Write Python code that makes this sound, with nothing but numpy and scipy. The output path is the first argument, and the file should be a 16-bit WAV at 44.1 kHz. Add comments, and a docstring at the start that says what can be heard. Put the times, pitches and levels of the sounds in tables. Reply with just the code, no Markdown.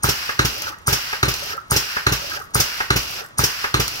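"""A pneumatic piston pump on a wooden bench doses water into a plastic jug, five cycles in a row.
In each cycle an air valve clicks, the nozzle valve knocks over, and air bursts out and hisses while the
piston draws water and taps its stop. Then the valve knocks back, air bursts again and the piston squirts
the dose into the jug, where bubbles ring and drops smack the wall. Heard from near the bench on a stereo
microphone, in a room with a short tail and a low background rumble."""
import sys
import numpy as np
from scipy import signal
from scipy.fft import rfft, irfft
from scipy.io import wavfile
from scipy.ndimage import uniform_filter1d

SR = 44100
rng = np.random.default_rng(int(sys.argv[2]) if len(sys.argv) > 2 else 0)


def unload_audio(sound):
    """Save the sound as a 16-bit wav file, at the path given as the first command line argument."""
    columns = np.transpose(np.atleast_2d(sound))
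    # keep every value between -1 and 1, then stretch to whole-number steps
    steps = np.round(np.clip(columns, -1, 1) * 32767)
    wavfile.write(sys.argv[1], SR, steps.astype(np.int16))


N = 176400


def amp(db):
    """Decibels to gain."""
    return 10 ** (np.asarray(db) / 20)


def unit(x):
    """Scales to rms 1."""
    return x / np.sqrt(np.mean(x ** 2) + 1e-20)


def read(points, hz):
    """Reads a table on a log-frequency axis."""
    freqs, values = np.transpose(points)
    return np.interp(np.log(hz + 1), np.log(freqs + 1), values)


def add(mix, start_s, sound):
    """Mixes a sound in at a time."""
    at = max(round(start_s * SR), 0)
    part = mix[at:at + len(sound)]
    part += sound[:len(part)]


def noise(size):
    """White noise with an even spectrum."""
    return unit(irfft(np.exp(2j * np.pi * rng.random(size // 2 + 1)), size))


def colour(x, tone):
    """Causal filter of unit energy."""
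    log_gain = np.log(amp(read(tone, abs(np.fft.fftfreq(2048, 1 / SR)))))
    taps = np.fft.ifft(np.exp(np.conj(signal.hilbert(log_gain)))).real
    return signal.oaconvolve(x, taps / np.linalg.norm(taps))[:len(x)]


def fall(t, t60):
    """Exponential decay."""
    return np.exp(-np.log(1000) * t / t60)


def send(x, room_db):
    """Splits a sound into its direct and reflected parts."""
    return np.array([x, x * amp(room_db)]) / np.hypot(1, amp(room_db))


def grain(env):
    """Noise under an envelope, its spectrum evened out over 120 Hz."""
    x = noise(len(env))
    for _ in range(2):
        power = uniform_filter1d(abs(rfft(x * env)) ** 2, size=round(120 * len(env) / SR))
        x = irfft(rfft(x) / np.sqrt(power / np.sum(env ** 2) + 1e-6), len(env))
    return x * env


def bursts(times, shape, tone, offsets_db=0):
    """A burst of rattle or air with a quick fall and a longer tail, much the same in each cycle."""
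    delay, attack, db, t60, tail_db, tail_t60, room_db = shape
    t, out = np.arange(SR // 2) / SR, np.zeros(N)
    after = np.maximum(t - attack, 0)
    env = np.minimum(t / attack, 1) * np.hypot(fall(after, t60), amp(tail_db) * fall(after, tail_t60))
    shared = np.sqrt(.75) * grain(env)
    for start, offset in np.broadcast(times, offsets_db):
        add(out, start + delay, amp(db + offset) * (shared + .5 * grain(env)))
    return send(colour(out, tone), room_db)


def ring(times, hz, attack_s, t60_s, db):
    """One damped mode struck at the given times."""
    t, out = np.arange(SR // 2) / SR, np.zeros(N)
    env = amp(db) * np.minimum(t / attack_s, 1) * fall(np.maximum(t - attack_s, 0), t60_s)
    for start in times:
        add(out, start, env * np.sin(2 * np.pi * hz * t))
    return out


# Background of the room: freq_hz, gain_db
ROOM_TONE = [(20, -8), (55, 3), (110, 3), (220, -6), (800, -7), (1300, -1), (2000, -10), (4000, -17),
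             (7000, -22), (10000, -32), (16000, -34)]


def room_tone():
    """A faint, steady rumble around the microphone, direct and reflected."""
    return np.array([amp(db) * colour(noise(N), ROOM_TONE) for db in (-47, -51.5)])


# Air valve bursts: delay_s, attack_s, level_db, t60_s, tail_db, tail_t60_s, room_db
LEAK = (-.019, .01, -26, .06, -30, .05, -3)
LATCH = (-.0092, .0005, -13, .03, -23, .05, -2)
CLICK = (-.0068, .0009, -6, .007, -30, .12, -11)
# Their spectra: freq_hz, gain_db
LEAK_TONE = [(100, -3), (700, -6), (1500, 2), (2800, -14), (4500, -12), (6400, -4), (7700, -16), (9000, -9),
             (11000, -22), (16000, -22)]
LATCH_TONE = [(200, -10), (3400, -16), (5000, 0), (6500, 1), (7900, -9), (9000, 2), (11000, -10),
              (12200, -4), (16000, -6)]
CLICK_TONE = [(200, -40), (7700, -30), (8600, -1), (9100, 0), (10000, -7), (10800, -26), (16000, -30)]


def air_valve(knocks):
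    """The air valve leaks, latches and clicks just ahead of each cycle's first knock."""
    leak = bursts(knocks, LEAK, LEAK_TONE)
    return leak + bursts(knocks, LATCH, LATCH_TONE) + bursts(knocks, CLICK, CLICK_TONE)


# Nozzle valve blows: delay_s, attack_s, level_db, t60_s, tail_db, tail_t60_s, room_db
CLATTER = (.0005, .001, -13.5, .1, -9, .4, 3)
SLAM = (-.002, .0035, -6, .028, -16, .3, -5)
RATTLE_OUT = (.008, .006, -22, .08, -12, .15, 0)
RATTLE_BACK = (.018, .005, -19, .07, -14, .15, 0)
# Their spectra: freq_hz, gain_db
CLATTER_TONE = [(100, -2), (400, 6), (800, 1), (1400, 7), (2200, -1), (3700, -3), (5500, 2), (7000, -3),
                (7600, -10), (10300, -11), (12000, -3), (16000, -4)]
SLAM_TONE = [(100, -10), (350, 1), (600, -5), (850, -6), (1150, 3), (1600, 5), (2100, -2), (3400, -7),
             (4150, 1), (4900, -9), (6300, -7), (7700, -18), (9300, -22), (12500, -19), (16000, -21)]
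RATTLE_TONE = [(100, 2), (180, 5), (280, -2), (400, 3), (700, -2), (1300, 5), (2000, -1), (2900, -2),
               (3800, -8), (5500, -10), (8000, -16), (16000, -16)]
# Hollow ring of the valve block: pitch_hz, attack_s, t60_s, level_db
RING_OUT = (1280, .0007, .008, -1.5)
RING_BACK = (1380, .0028, .008, -6)


def nozzle_valve(knocks, returns):
    """The valve clatters over and slams back; its block rattles and rings each time."""
    blows = bursts(knocks, CLATTER, CLATTER_TONE) + bursts(returns, SLAM, SLAM_TONE)
    rattle = bursts(knocks, RATTLE_OUT, RATTLE_TONE) + bursts(returns, RATTLE_BACK, RATTLE_TONE)
    hollow = ring(knocks, *RING_OUT) + ring(returns, *RING_BACK)
    return blows + rattle + send(hollow, room_db=-16)


# Modes of the bench under the pump: pitch_hz, signed_gain, t60_s
BENCH_MODES = [(59, -.42, .24), (124, 1, .125), (140, .2, .1), (200, -.27, .09), (345, .28, .09)]
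# One entry for each blow of a cycle: delay_s, then level_db
THUMP_DELAY_S = (0, -.0003, .001, -.0025)
THUMP_DB = (-15, -18.5, -14.5, -16.5)


def bench(*blows):
    """The four main blows of each cycle shake the wooden bench."""
    thumps = sum(gain * ring(times + delay, hz, .001, t60, db)
                 for times, delay, db in zip(blows, THUMP_DELAY_S, THUMP_DB)
                 for hz, gain, t60 in BENCH_MODES)
    return send(thumps, room_db=-21)


# Air flow on each piston stroke: after_knock_s, level_db
DRAW_FLOW = [(0, -50), (.03, -25), (.07, -26.5), (.13, -27.5), (.26, -27.2), (.325, -35), (.42, -45),
             (.5, -90)]
PUSH_FLOW = [(.37, -70), (.42, -25), (.49, -29.5), (.652, -29.5), (.665, -42), (.69, -56), (.73, -80)]
# Its spectra: freq_hz, gain_db
DRAW_TONE = [(200, -22), (800, -9), (1500, 2), (2100, -2), (2750, 0), (3700, -7), (4900, 0), (5600, -3),
             (6400, -12), (7100, -12), (9600, -22), (11900, -12), (16000, -16)]
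PUSH_TONE = [(200, -11), (900, -7), (1400, -3), (2000, -5), (2750, 0), (3600, -6), (4900, 0), (5600, -1.5),
             (6400, -8), (9600, -23), (11900, -12), (16000, -15)]
# Exhaust port resonances: pitch_hz, width_hz, level_db
PORT_MODES = [(2530, 45, -5), (2820, 45, -1), (5085, 45, -6), (5635, 45, -3)]


def air_hiss(knocks, flow, tone):
    """Turbulent air leaves the port as the piston travels: direct, scattered left, scattered right."""
    times, levels_db = np.transpose(flow)
    env, t = np.zeros(N), np.arange(SR) / SR
    for knock in knocks:
        add(env, knock, amp(np.interp(t, times, levels_db, left=-120, right=-120)))
    flutter_db = .6 * unit(uniform_filter1d(noise(N), size=500))
    near, far = send(env * amp(flutter_db), room_db=6)  # most of the hiss arrives scattered
    tail, tail_gain = fall(t, t60=.28) ** 2, amp(-7)
    lingering = np.sqrt(abs(signal.oaconvolve(far ** 2, tail / tail.sum())[:N]))
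    far = np.hypot(far, tail_gain * lingering) / np.hypot(1, tail_gain)
    paths = []
    for level in (near, far, far):
        jet = noise(N)
        resonance = sum(amp(db) * signal.lfilter(*signal.iirpeak(hz, hz / width, SR), jet)
                        for hz, width, db in PORT_MODES)
        paths.append(level * colour(unit(jet + resonance), tone))
    return np.array(paths)


# Exhaust bursts and valve seat: delay_s, attack_s, level_db, t60_s, tail_db, tail_t60_s, room_db
DRAW_PUFF = (0, .004, -7, .045, -18, .3, 2)
PUSH_PUFF = (0, .005, -10.5, .045, -17, .25, 2)
SEAT = (-.002, .0015, -18, .03, -16, .15, -6)
# Their spectra: freq_hz, gain_db
DRAW_PUFF_TONE = [(100, -12), (400, -6), (850, -10), (1400, -4), (2000, -8), (2800, -3), (3800, -7),
                  (4900, -1), (5450, 6), (6100, -2), (7000, -4), (7600, -11), (10200, -15), (12100, -6),
                  (16000, -11)]
PUSH_PUFF_TONE = [(100, -6), (400, 0), (850, -4), (1400, 3), (2000, -4), (2800, 1), (3800, -5), (4900, -1),
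                  (5500, 3), (6100, -3), (7000, -4), (7600, -11), (9400, -17), (12100, -5), (16000, -9)]
SEAT_TONE = [(100, -6), (280, -6), (420, 0), (650, -6), (900, -14), (1400, -10), (2500, -24), (16000, -50)]


def exhaust(times, puff, tone, offsets_db):
    """The exhaust valve hits its seat and air bursts out."""
    return bursts(times, SEAT, SEAT_TONE) + bursts(times, puff, tone, offsets_db)


# Tap on the end stop: delay_s, attack_s, level_db, t60_s, tail_db, tail_t60_s, room_db
TAP = (.0005, .0015, -10.5, .03, -20, .2, -2)
# Its spectrum: freq_hz, gain_db
TAP_TONE = [(60, -14), (150, -18), (280, -15), (420, -9), (700, -8), (1000, -5), (1400, 0), (1800, 0),
            (2300, -11), (2700, -10), (3800, -22), (6000, -22), (9000, -36), (16000, -34)]


def piston_stop(knocks, offsets_db):
    """The piston taps its stop about a quarter second into the draw."""
    return bursts(knocks + .2485, TAP, TAP_TONE, offsets_db)


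def bubble(hz, db, rise, cycles):
    """A bubble rings for some cycles, its pitch rising."""
    age = np.arange(0, 1, hz / cycles / SR)  # 1 is 60 dB down
    env = amp(db) * fall(age, 1) * (1 - np.exp(-age * cycles))
    return env * np.sin(2 * np.pi * cycles * (age + rise * age ** 2 / 2))


# Big bubbles in the jug: start_s, pitch_hz, level_db, rise_fraction
BUBBLES = [(.575, 570, -24, .1), (.618, 580, -25, .1), (.641, 1350, -20, .2), (.668, 1450, -15, .1),
           (.678, 1280, -16, .1), (.692, 1150, -22, .1), (.724, 1250, -23, .1), (1.422, 570, -19, .1),
           (1.426, 1320, -23, .05), (1.462, 640, -24, 1), (1.503, 1530, -20, .1), (1.522, 1750, -21, .1),
           (1.533, 1340, -15, .05), (1.578, 1310, -14, .05), (2.212, 1340, -20, .05), (2.221, 580, -25, .1),
           (2.242, 590, -19, .1), (2.287, 560, -24, .7), (2.316, 1560, -16, .1), (2.319, 1270, -20, .05),
           (2.338, 1320, -15, .05), (2.369, 590, -20, .1), (2.371, 1540, -17, .1), (2.400, 780, -26, .1),
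           (2.415, 1290, -22, .05), (3.19, 1400, -21, .1)]
# Swarms in each squirt: after_knock_s, spread_s, pitch_hz, spread_octaves, level_db, count
SWARMS = [(.56, .06, 540, .5, -36, 24), (.635, .04, 1480, .2, -25, 40), (.655, .02, 700, .4, -31, 14),
          (.54, .05, 110, .3, -39, 6)]


def gurgle(knocks):
    """The water jet churns bubbles in the jug."""
    out = np.zeros(N)
    for start, hz, db, rise in BUBBLES:
        add(out, start, bubble(hz, db, rise, cycles=.032 * hz))
    for knock in knocks:
        for delay, spread, hz, octaves, db, count in SWARMS:
            for late, high, loud in rng.uniform(-1.7, 1.7, (count, 3)):
                blip = bubble(hz * 2 ** (octaves * high), db + 3 * loud, rise=.25, cycles=16)
                add(out, knock + delay + spread * late, blip)
    return send(out, room_db=-3)


# Drops on plastic: start_s, level_db
DROPS = [(.6205, -13), (1.3399, -12.5), (3.8796, -10)]
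# Spectra of drops and fine spray: freq_hz, gain_db
DROP_TONE = [(300, -14), (1500, -2), (3000, -8), (4200, 0), (5800, 2), (8000, -10), (16000, -8)]
SPRAY_TONE = [(300, -20), (3000, -8), (6000, 0), (9000, -6), (13000, 0), (16000, -2)]


def splashes(knocks):
    """The jet throws drops and a fading spray against the jug wall."""
    drops, spray = np.zeros((2, N))
    t = np.arange(2048) / SR
    for start, db in DROPS:
        add(drops, start, amp(db) * fall(t, t60=.014) * noise(len(t)))
    for knock in knocks:
        for when, size in rng.random((14, 2)):
            db = -32 + 14 * size - 22 * when ** 2
            add(spray, knock + .45 + .36 * when, amp(db) * fall(t, t60=.008) * noise(len(t)))
    return send(colour(drops, DROP_TONE) + colour(spray, SPRAY_TONE), room_db=-4)


# Decay of the room: freq_hz, t60_s
ROOM_T60 = [(100, .3), (500, .3), (1400, .33), (5000, .27), (14000, .17)]


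def room(x):
    """Close bench-top reflections and a short tail from farther off, at one microphone port."""
    hz, t, bands = signal.stft(noise(SR // 2), SR, nperseg=256)
    tail = amp(-13) * fall(t, read(ROOM_T60, hz)[:, None])
    bands *= np.hypot(fall(t, t60=.04), tail) * (t > 0)
    spectrum = rfft(signal.istft(bands, SR, nperseg=256)[1])
    taps = irfft(spectrum / np.sqrt(uniform_filter1d(abs(spectrum) ** 2, size=70)))
    return signal.oaconvolve(x, taps)[:N]


# Pump cycles: knock_s, draw_delay_s, draw_offset_db, push_delay_s, push_offset_db, tap_offset_db
CYCLES = [(.0418, .0455, -1, .4055, 0, -1), (.8792, .0458, 0, .4015, -1.5, -1),
          (1.7166, .0448, 0, .4035, -.5, 0), (2.5541, .0442, 1.5, .4045, .5, 1),
          (3.3916, .0448, 0, .405, 0, 1)]
# Direct sound at the microphone: freq_hz, left_lead_rad
MIC_PHASE = [(20, 0), (270, .05), (480, 1.9), (1200, 1.9), (1600, 2.7), (2400, 3.3), (4600, 4), (5500, 6.1),
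             (6500, 7.7), (8500, 10.5), (9500, 11.2), (16000, 17)]
# Stereo balance: freq_hz, left_minus_right_db
MIC_BALANCE = [(50, -.3), (350, -2), (650, 2), (1400, -1.5), (2600, -1.5), (3400, 2), (5500, -1.5),
               (7000, -3), (8100, 6), (10000, 0), (16000, -.5)]


def scene():
    """Pump, air and water reach two microphone ports, directly and by way of the room."""
    knocks, draw_delay, draw_db, push_delay, push_db, tap_db = np.transpose(CYCLES)
    draws, returns, pushes = knocks + draw_delay, knocks + .3505, knocks + push_delay
    mix = room_tone() + air_valve(knocks) + nozzle_valve(knocks, returns)
    mix += bench(knocks, draws, returns, pushes)
    hiss = air_hiss(knocks, DRAW_FLOW, DRAW_TONE) + air_hiss(knocks, PUSH_FLOW, PUSH_TONE)
    mix += exhaust(draws, DRAW_PUFF, DRAW_PUFF_TONE, draw_db) + piston_stop(knocks, tap_db)
    mix += exhaust(pushes, PUSH_PUFF, PUSH_PUFF_TONE, push_db)
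    direct, reflected = mix + gurgle(knocks) + splashes(knocks)
    hz = np.fft.rfftfreq(2 * N, 1 / SR)
    phase = np.exp(np.outer([.5j, -.5j], read(MIC_PHASE, hz)))
    balance = amp(np.outer([.5, -.5], read(MIC_BALANCE, hz)))
    near = rfft(direct + hiss[0], 2 * N) * phase
    far = rfft(hiss[1:] + [room(reflected), room(reflected)], 2 * N)
    return irfft((near + far) * balance)[:, :N]


def record(dry):
    """The recorder rounds off the highest peaks, then limits the band."""
    rounded = dry / (1 + (dry / .92) ** 8) ** (1 / 8)
    lowpass = signal.firwin(511, 15850, window=("kaiser", 8), fs=SR)
    return signal.oaconvolve(rounded, lowpass[None], "same")


dry = scene()
out = record(dry)
unload_audio(out)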